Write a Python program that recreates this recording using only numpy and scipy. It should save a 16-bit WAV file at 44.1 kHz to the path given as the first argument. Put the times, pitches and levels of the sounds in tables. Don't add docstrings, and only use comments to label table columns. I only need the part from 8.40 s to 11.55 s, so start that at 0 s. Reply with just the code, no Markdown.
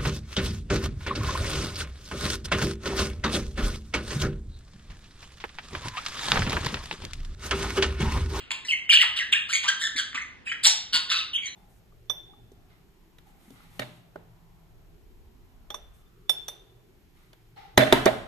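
import sys
import numpy as np
from scipy import signal
from scipy.fft import rfft, irfft, next_fast_len
from scipy.io import wavfile
from scipy.ndimage import uniform_filter1d, minimum_filter1d

SR = 44100
rng = np.random.default_rng(int(sys.argv[2]) if len(sys.argv) > 2 else 0)


def waveform_to_disk(signal):
    frames = np.transpose(np.atleast_2d(signal))
    scaled = np.clip(frames, -1, 1) * 32767
    samples = np.round(scaled).astype(np.int16)
    wavfile.write(sys.argv[1], SR, samples)


def invert_db(x):
    u = np.asarray(x, float) / 20
    return 10 ** u


N = 138915
LEAD_IN = 8820
TOP_HZ = 12250


def evened(x):
    return x / np.sqrt(np.mean(x ** 2) + 1e-20)


def read(points, hz):
    f, value = np.transpose(points)
    return np.interp(np.log(hz + 1), np.log(f + 1), value)


def add(mix, start_s, sound):
    part = mix[LEAD_IN + round(start_s * SR):][:len(sound)]
    part += sound[:len(part)]


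def resonate(x, hz, width_hz):
    turn = np.exp(2j * np.pi * np.cumsum(hz * np.ones(len(x))) / SR)
    r = np.exp(-np.pi * width_hz / SR)
    shifted = x / turn
    return 2 * (turn * signal.lfilter([(1 - r) ** 2], [1, -2 * r, r * r], shifted)).real


def drift(size, count):
    smooth = uniform_filter1d(rng.standard_normal(4096), count)
    return evened(uniform_filter1d(smooth, count))[:size]


def arch(t, length):
    return np.sqrt(np.abs(np.sin(np.pi * (t / length) ** 0.83)))


# (frequency [Hz], level per Hz [dB])
HOUSE_AIR = [(20, -14.5), (50, 1.5), (150, -4.5), (300, -7), (600, -14.5), (2000, -14), (9000, -41.5)]
# (frequency [Hz], likeness [0-1])
AIR_LIKENESS = [(30, .1), (600, 0.13)]


def hush():
    hz = np.fft.rfftfreq(N, 1 / SR)
    a, b = rfft(rng.standard_normal((2, N)))
    same = np.clip(read(AIR_LIKENESS, hz), 0, 1)
    second = same * a + np.sqrt(1 - same ** 2) * b
    pair = np.array([a, second]) * invert_db(read(HOUSE_AIR, hz))
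    return invert_db(-54.5) * evened(irfft(pair, N))


PUFF_HZ, PUFF_FADE_S, STEADY_AIR = 177.7, 0.0036, 0.1
THROAT_WIDTH = 0.65
BEAK_HZ, BEAK_WIDTH_HZ, BEAK_SAG = 8950, 2400, 0.24
CHEST_RATIO, CHEST_DB = 0.605, -19
# (start [s], length [s], level [dB], throat pitch [Hz], treble [dB])
RASPS = [(-.12, 0.072, -33.5, 2650, -11.5), (0.109, 0.0056, -31, 3250, -6.5),
         (0.114, 0.0083, -25, 3000, -8), (0.515, 0.044, -25, 4200, -6), (0.604, 0.035, -24, 3180, -10),
         (0.758, 0.043, -29.5, 3080, -13), (0.92, 0.02, -23.5, 2680, -6.5), (1.083, 0.18, -33.5, 3670, -3),
         (1.23, 0.021, -30, 2940, -16), (1.274, 0.028, -27.5, 3770, -34), (1.391, 0.084, -40.5, 3570, 0.5),
         (1.562, 0.051, -31.5, 3900, -8), (1.744, 0.023, -34.5, 2540, -24), (2.05, 0.086, -44.5, 2680, -7),
         (2.231, 0.033, -26.5, 4070, 3), (2.2414, 0.039, -15.5, 3900, -3),
         (2.526, 0.058, -23.5, 3630, -7.5), (2.694, 0.055, -24.5, 3540, -16),
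         (2.737, 0.089, -32, 3700, -19.5), (3.043, 0.043, -47, 3770, -4), (0.251, 0.074, -44.5, 4640, -6),
         (2.262, 0.02, -23.5, 2600, 8)]


def rasp(start, length, level_db, throat_hz, treble_db):
    t = np.arange(4096) / SR
    turns = np.cumsum(PUFF_HZ * (1 + .1 * drift(4096, count=200))) / SR
    opening = STEADY_AIR + np.exp(-(turns % 1) / PUFF_HZ / PUFF_FADE_S)
    puffs = opening * rng.standard_normal(4096)
    throat = evened(resonate(puffs, throat_hz, THROAT_WIDTH * throat_hz))
    chest = evened(resonate(puffs, CHEST_RATIO * throat_hz, 580))
    beak_hz = BEAK_HZ * (1 - BEAK_SAG * np.minimum(t / length, 1))
    beak = evened(resonate(puffs, beak_hz, BEAK_WIDTH_HZ))
    sound = throat + invert_db(CHEST_DB) * chest + invert_db(treble_db) * beak
    swell = arch(np.minimum(t, length), length) ** 2.12 * (t < length)
    return start, invert_db(level_db) * swell * sound


# (start [s], length [s], level [dB], first pitch [Hz], last pitch [Hz])
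STROKES = [(0.1057, 0.0017, -35, 7100, 6540), (0.114, 0.0054, -32.5, 7300, 6660),
           (0.309, 0.0039, -18, 3090, 2990), (0.334, 0.0058, -16.5, 2190, 2067),
           (0.505, 0.018, -31.5, 4610, 4990), (0.524, 0.00684, -19.5, 2160, 1385),
           (0.526, 0.012, -17.5, 3800, 3250), (0.531, 0.013, -26, 1374, 1870),
           (0.572, 0.0026, -4, 3000, 2500), (0.596, 0.0195, -20, 1850, 2100),
           (0.614, 0.0227, -19, 2370, 1730), (0.9364, 0.0045, -14.5, 2680, 2400),
           (1.13, 0.027, -25.5, 6710, 6350), (1.154, 0.0077, -21.5, 2200, 2200),
           (1.289, 0.0074, -21, 1510, 1590), (1.406, 0.0175, -40, 3600, 3920),
           (1.419, 0.027, -50, 7700, 7400), (1.434, 0.033, -31.5, 3700, 3530),
           (1.3, 0.0057, -23.5, 1984, 1908), (1.8, 0.0047, -38, 2020, 2100),
           (1.579, 0.0257, -25.5, 3520, 3200), (1.766, 0.017, -45.5, 7300, 8160),
           (1.775, 0.0085, -22.5, 1950, 2076), (1.813, 0.014, -45, 6650, 6210),
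           (2.6, .016, -42, 2700, 3430), (2.072, 0.0063, -31, 1490, 2250), (2.09, 0.021, -29.5, 2900, 3050),
           (2.115, 0.0076, -23, 2730, 1580), (2.118, .012, -32, 3020, 3360),
           (2.2528, 0.0049, -10.5, 3540, 3660), (2.2575, 0.0059, -28, 8900, 11000),
           (2.27, 0.0037, -4.5, 6560, 4700), (2.697, .01, -27, 3100, 3850),
           (2.753, 0.0075, -24, 4360, 3600), (2.787, 0.0065, -22.5, 4000, 3400),
           (2.802, 0.016, -30, 2710, 2960), (2.979, 0.0054, -29, 2200, 2400),
           (3.055, 0.02, -33, 6370, 6020), (3.072, 0.0218, -36.5, 3640, 4340)]


def stroke(start, length, level_db, from_hz, to_hz):
    t = np.arange(0, length, 1 / SR)
    phase = 2 * np.pi * np.cumsum(from_hz + (to_hz - from_hz) * t / length) / SR
    tone = np.sin(phase) + invert_db(-42) * np.sin(2 * phase)
    return start, invert_db(level_db) * np.sin(np.pi * t / length) * tone


# (time [s], level [dB], ring pitch [Hz])
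CLICKS = [
    (0.108, -15.5, 2460),
    (0.117, -20.5, 2780),
    (.493, -14.5, 2340),
    (0.5661, -8.5, 3000),
    (1.731, -27, 1790),
    (1.746, -24, 1830),
    (2.243, -26, 4400),
    (2.981, -36, 2300),
]


def click(time, level_db, ring_hz):
    t = np.arange(200) / SR
    ring = np.sin(2 * np.pi * ring_hz * t) + 0.08 * np.sin(2 * np.pi * 7500 * t)
    return time - .0006, invert_db(level_db) * ring * (t / 0.00032) * np.exp(1 - t / 0.00033)


# (time [s], level [dB], thud pitch [Hz])
THUDS = [
    (.108, -38.5, 963),
    (1.55, -52.5, 334),
    (1.743, -52.5, 199),
    (2.262, -31, 826),
    (2.54, -45.5, 197),
]


def thud(time, level_db, thud_hz):
    t = np.arange(2600) / SR
    knock = evened(resonate(rng.standard_normal(2600), thud_hz, 150))
    return time, invert_db(level_db) * knock * (t / 0.0031) * np.exp(1 - t / 0.0044)


THROB_HZ, BREATH_DB = 170, -24


def note(start, length, level_db, from_hz, to_hz, wobble, depth, tones):
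    t = np.arange(0, min(length, .09), 1 / SR)
    hz = from_hz + (to_hz - from_hz) * t / length
    phase = 2 * np.pi * np.cumsum(hz * (1 + wobble * drift(len(t), count=50))) / SR
    tone = evened(sum(invert_db(tones(k, hz)) * np.sin(k * phase) for k in range(1, 9)))
    throb_turns = np.cumsum(THROB_HZ * (1 + 0.469 * drift(len(t), count=300))) / SR
    throb = 1 + depth * np.sin(2 * np.pi * (rng.random() + throb_turns))
    leak = evened(resonate(rng.standard_normal(4096), 2770, 3100))[:len(t)]
    return start, invert_db(level_db) * arch(t, length) * (throb * tone + invert_db(BREATH_DB) * leak)


# (frequency [Hz], level [dB])
SQUEAK_THROAT = [(900, 1.5), (1350, 2), (1800, -0.5), (2600, 3.5), (3600, -2), (4800, -17), (6600, -7),
                 (11000, -24.5)]
# (start [s], length [s], level [dB], first pitch [Hz], last pitch [Hz])
SQUEAKS = [(0.247, 0.016, -39, 1990, 2007), (1.091, 0.038, -35.5, 1190, 2130),
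           (1.127, 0.022, -24.5, 2250, 2143), (1.149, 0.013, -21.5, 2219, 2205),
           (1.24, 0.038, -32.5, 843, 1494), (1.279, 0.028, -23, 1488, 1680),
           (1.411, 0.023, -30.5, 1667, 1997), (1.43, 0.033, -26.5, 1793, 1796),
           (1.46, 0.02, -29.5, 1912, 1477), (1.56, 0.015, -32, 1998, 2104),
           (1.576, 0.036, -28.5, 1726, 1493), (1.745, 0.022, -34.5, 1046, 1381),
           (2.713, 0.013, -25, 1183, 1617), (2.553, 0.0097, -31.5, 1117, 890),
           (2.695, 0.0095, -32.5, 1850, 1800), (2.706, 0.045, -37.5, 1402, 1245),
           (3.064, 0.035, -46, 1950, 2070)]


def squeak(*row):
    def tones(k, hz):
        return read(SQUEAK_THROAT, k * hz) - 99 * (k * hz > TOP_HZ)
    return note(*row, wobble=0.043, depth=0.69, tones=tones)


WHISTLE_TONES_DB = [5, -20, -15, -22]
# (start [s], length [s], level [dB], first pitch [Hz], last pitch [Hz])
WHISTLES = [(0.282, 0.041, -27, 2970, 2420), (0.3, 0.029, -29.5, 2986, 3084),
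            (0.321, 0.016, -24.5, 2300, 1958), (1.769, 0.023, -34, 1380, 2206),
            (0.495, 0.017, -13.5, 2713, 3335), (0.507, 0.015, -16.5, 2504, 2275),
            (0.529, 0.021, -14.5, 3010, 2589), (0.546, 0.024, -15.5, 2812, 3340),
            (0.572, 0.032, -23.5, 3005, 3065), (0.613, 0.0063, -13.5, 2847, 2896),
            (0.616, 0.026, -29, 2286, 741), (0.768, 0.022, -36, 2745, 3350),
            (0.789, 0.0044, -24.5, 3115, 2480), (0.791, 0.039, -27.5, 2160, 1646),
            (0.925, 0.015, -16.5, 3840, 2153), (0.938, 0.032, -30.5, 1488, 1956),
            (1.813, 0.017, -35.5, 2213, 1980), (2.065, 0.04, -32.5, 2635, 2353),
            (2.117, 0.014, -30.5, 1425, 2118), (2.932, 0.025, -29, 3040, 2740),
            (2.951, 0.022, -25.5, 3130, 3324), (1.15, 0.015, -25, 3304, 3260),
            (2.984, 0.0057, -36, 3500, 3090), (3.02, 0.055, -37, 2306, 2160)]


def whistle(*row):
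    def tones(k, hz):
        return WHISTLE_TONES_DB[k - 1] if k < 5 else -99
    return note(*row, wobble=.022, depth=.5, tones=tones)


CALL_SAG, PULSE_DIP = 0.039, .09
CHURR_TONES_DB = [-1, 4, 3, -16, -29, -30]
# (start [s], length [s], level [dB], pitch [Hz], pulses per second [1/s])
CHURRS = [
    (2.5259, 0.0513, -23.5, 1443, 178),
    (2.717, 0.0694, -29, 1300, 120),
]


def churr(start, length, level_db, pitch_hz, rate):
    t = np.arange(0, length, 1 / SR)
    cycle = t * rate % 1
    hz = pitch_hz * (1 + CALL_SAG * (.5 - t / length) + PULSE_DIP * (.5 - cycle))
    phase = 2 * np.pi * np.cumsum(hz) / SR
    tone = evened(sum(invert_db(db) * np.sin((k + 1) * phase) for k, db in enumerate(CHURR_TONES_DB)))
    pulses = evened(np.minimum(cycle / 0.15, 1) * np.exp(-2.5 * cycle))
    return start, invert_db(level_db) * arch(t, length) ** 2 * pulses * tone


def birds():
    mix = np.zeros(N + LEAD_IN)
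    for maker, table in ((rasp, RASPS), (click, CLICKS)):
        for row in table:
            add(mix, *maker(*row))
    mix = signal.sosfilt(signal.butter(6, 1047, "high", fs=SR, output="sos"), mix)
    others = ((stroke, STROKES), (thud, THUDS), (squeak, SQUEAKS), (whistle, WHISTLES), (churr, CHURRS))
    for maker, table in others:
        for row in table:
            add(mix, *maker(*row))
    return mix


# (frequency [Hz], time to fall 60 dB [s])
ROOM = [(300, 0.43), (1300, 0.46), (3500, 0.49), (10000, 0.26)]


def room(x):
    taps = np.zeros((3, SR))
    at = np.arange(120, SR - 20, 20) + rng.integers(0, 20, (3, (SR - 121) // 20))
    np.put_along_axis(taps, at, rng.choice([-1., 1.], at.shape), 1)
    hz, t, z = signal.stft(taps, SR, nperseg=256)
    fade = invert_db(-60 * t / read(ROOM, hz)[:, None])
    tail = signal.istft(z * fade, SR, nperseg=256)[1]
    return signal.fftconvolve(x[None], tail / np.linalg.norm(tail[0]), axes=1)[:, :len(x)]


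# (frequency [Hz], level [dB])
OWN_TAIL = [(500, 2), (1300, 0.1), (2500, -5), (5500, -8)]


def scene():
    dry = birds()
    wet = invert_db(-4.5) * room(dry)
    own_level = invert_db(read(OWN_TAIL, np.fft.rfftfreq(len(dry), 1 / SR)))
    own = irfft(rfft(wet[1:]) * own_level, len(dry))
    return (dry + wet[0] + own)[:, LEAD_IN:] + hush()


# (frequency [Hz], phase [rad])
LEAD = [(100, 0.24), (350, 0.86), (800, 2), (1500, 0.01), (2500, 1.964), (4100, 0.6),
        (4850, 1.3), (5150, 3.1), (6100, 3.2), (7000, 6.1), (8000, 6.5), (9500, 9.35), (10900, 9.5),
             (11600, 12.5)]
# (frequency [Hz], level [dB])
COLOUR = [(1000, -0.58), (5000, 2), (5400, 5), (9100, -4), (9700, -4), (10700, 2), (11400, -1.5),
          (12200, -25.5)]


def two_sides(dry):
    size = next_fast_len(N + 4096)
    hz = np.fft.rfftfreq(size, 1 / SR)
    lead = read(LEAD, hz) / 2
    colour = invert_db(read(COLOUR, hz) - 60 * np.clip((hz - TOP_HZ) / 100, 0, 1))
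    return irfft(rfft(dry, size) * colour * np.exp(1j * np.array([lead, -lead])), size)[:, :N]


MASK_DB, MASK_UP_DB, MASK_DOWN_DB = -19, 1.7, 4.5
NULL_DB = 7


def thinned(x):
    mid_side = np.array([x[0] + x[1], x[0] - x[1]]) / 2
    z = signal.stft(mid_side, nperseg=2048, noverlap=1536)[2]
    power = (abs(z[:, :1024]) ** 2).reshape(2, 64, 16, -1).mean(axis=2)
    power = uniform_filter1d(power, size=3, axis=2)
    level_db = 10 * np.log10(abs(power) + 1e-20)
    band = np.arange(64)
    above = band[:, None] - band
    spread_db = np.maximum(MASK_UP_DB * above, -MASK_DOWN_DB * above)
    masker_db = (level_db.max(axis=0)[None] - spread_db[:, :, None]).max(axis=1)
    level_db[0, 15:18] -= NULL_DB
    keep = np.clip((level_db - masker_db - MASK_DB) / 2, 0, 1)
    keep[:, :4] = 1
    z[:, :1024] *= np.repeat(keep, 16, axis=1)
    mid, side = signal.istft(z, nperseg=2048, noverlap=1536)[1][:, :N]
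    return np.array([mid + side, mid - side])


def limited(x):
    top = -minimum_filter1d(-abs(x).max(axis=0), size=301)
    return x * uniform_filter1d(np.minimum(.93 / (top + 1e-9), 1), size=151)


def band_limit(x):
    return signal.sosfilt(signal.butter(12, 12250, fs=SR, output="sos"), x)


def record(dry):
    mix = limited(thinned(two_sides(dry)))
    return band_limit(mix)


dry = scene()
out = record(dry)
waveform_to_disk(out)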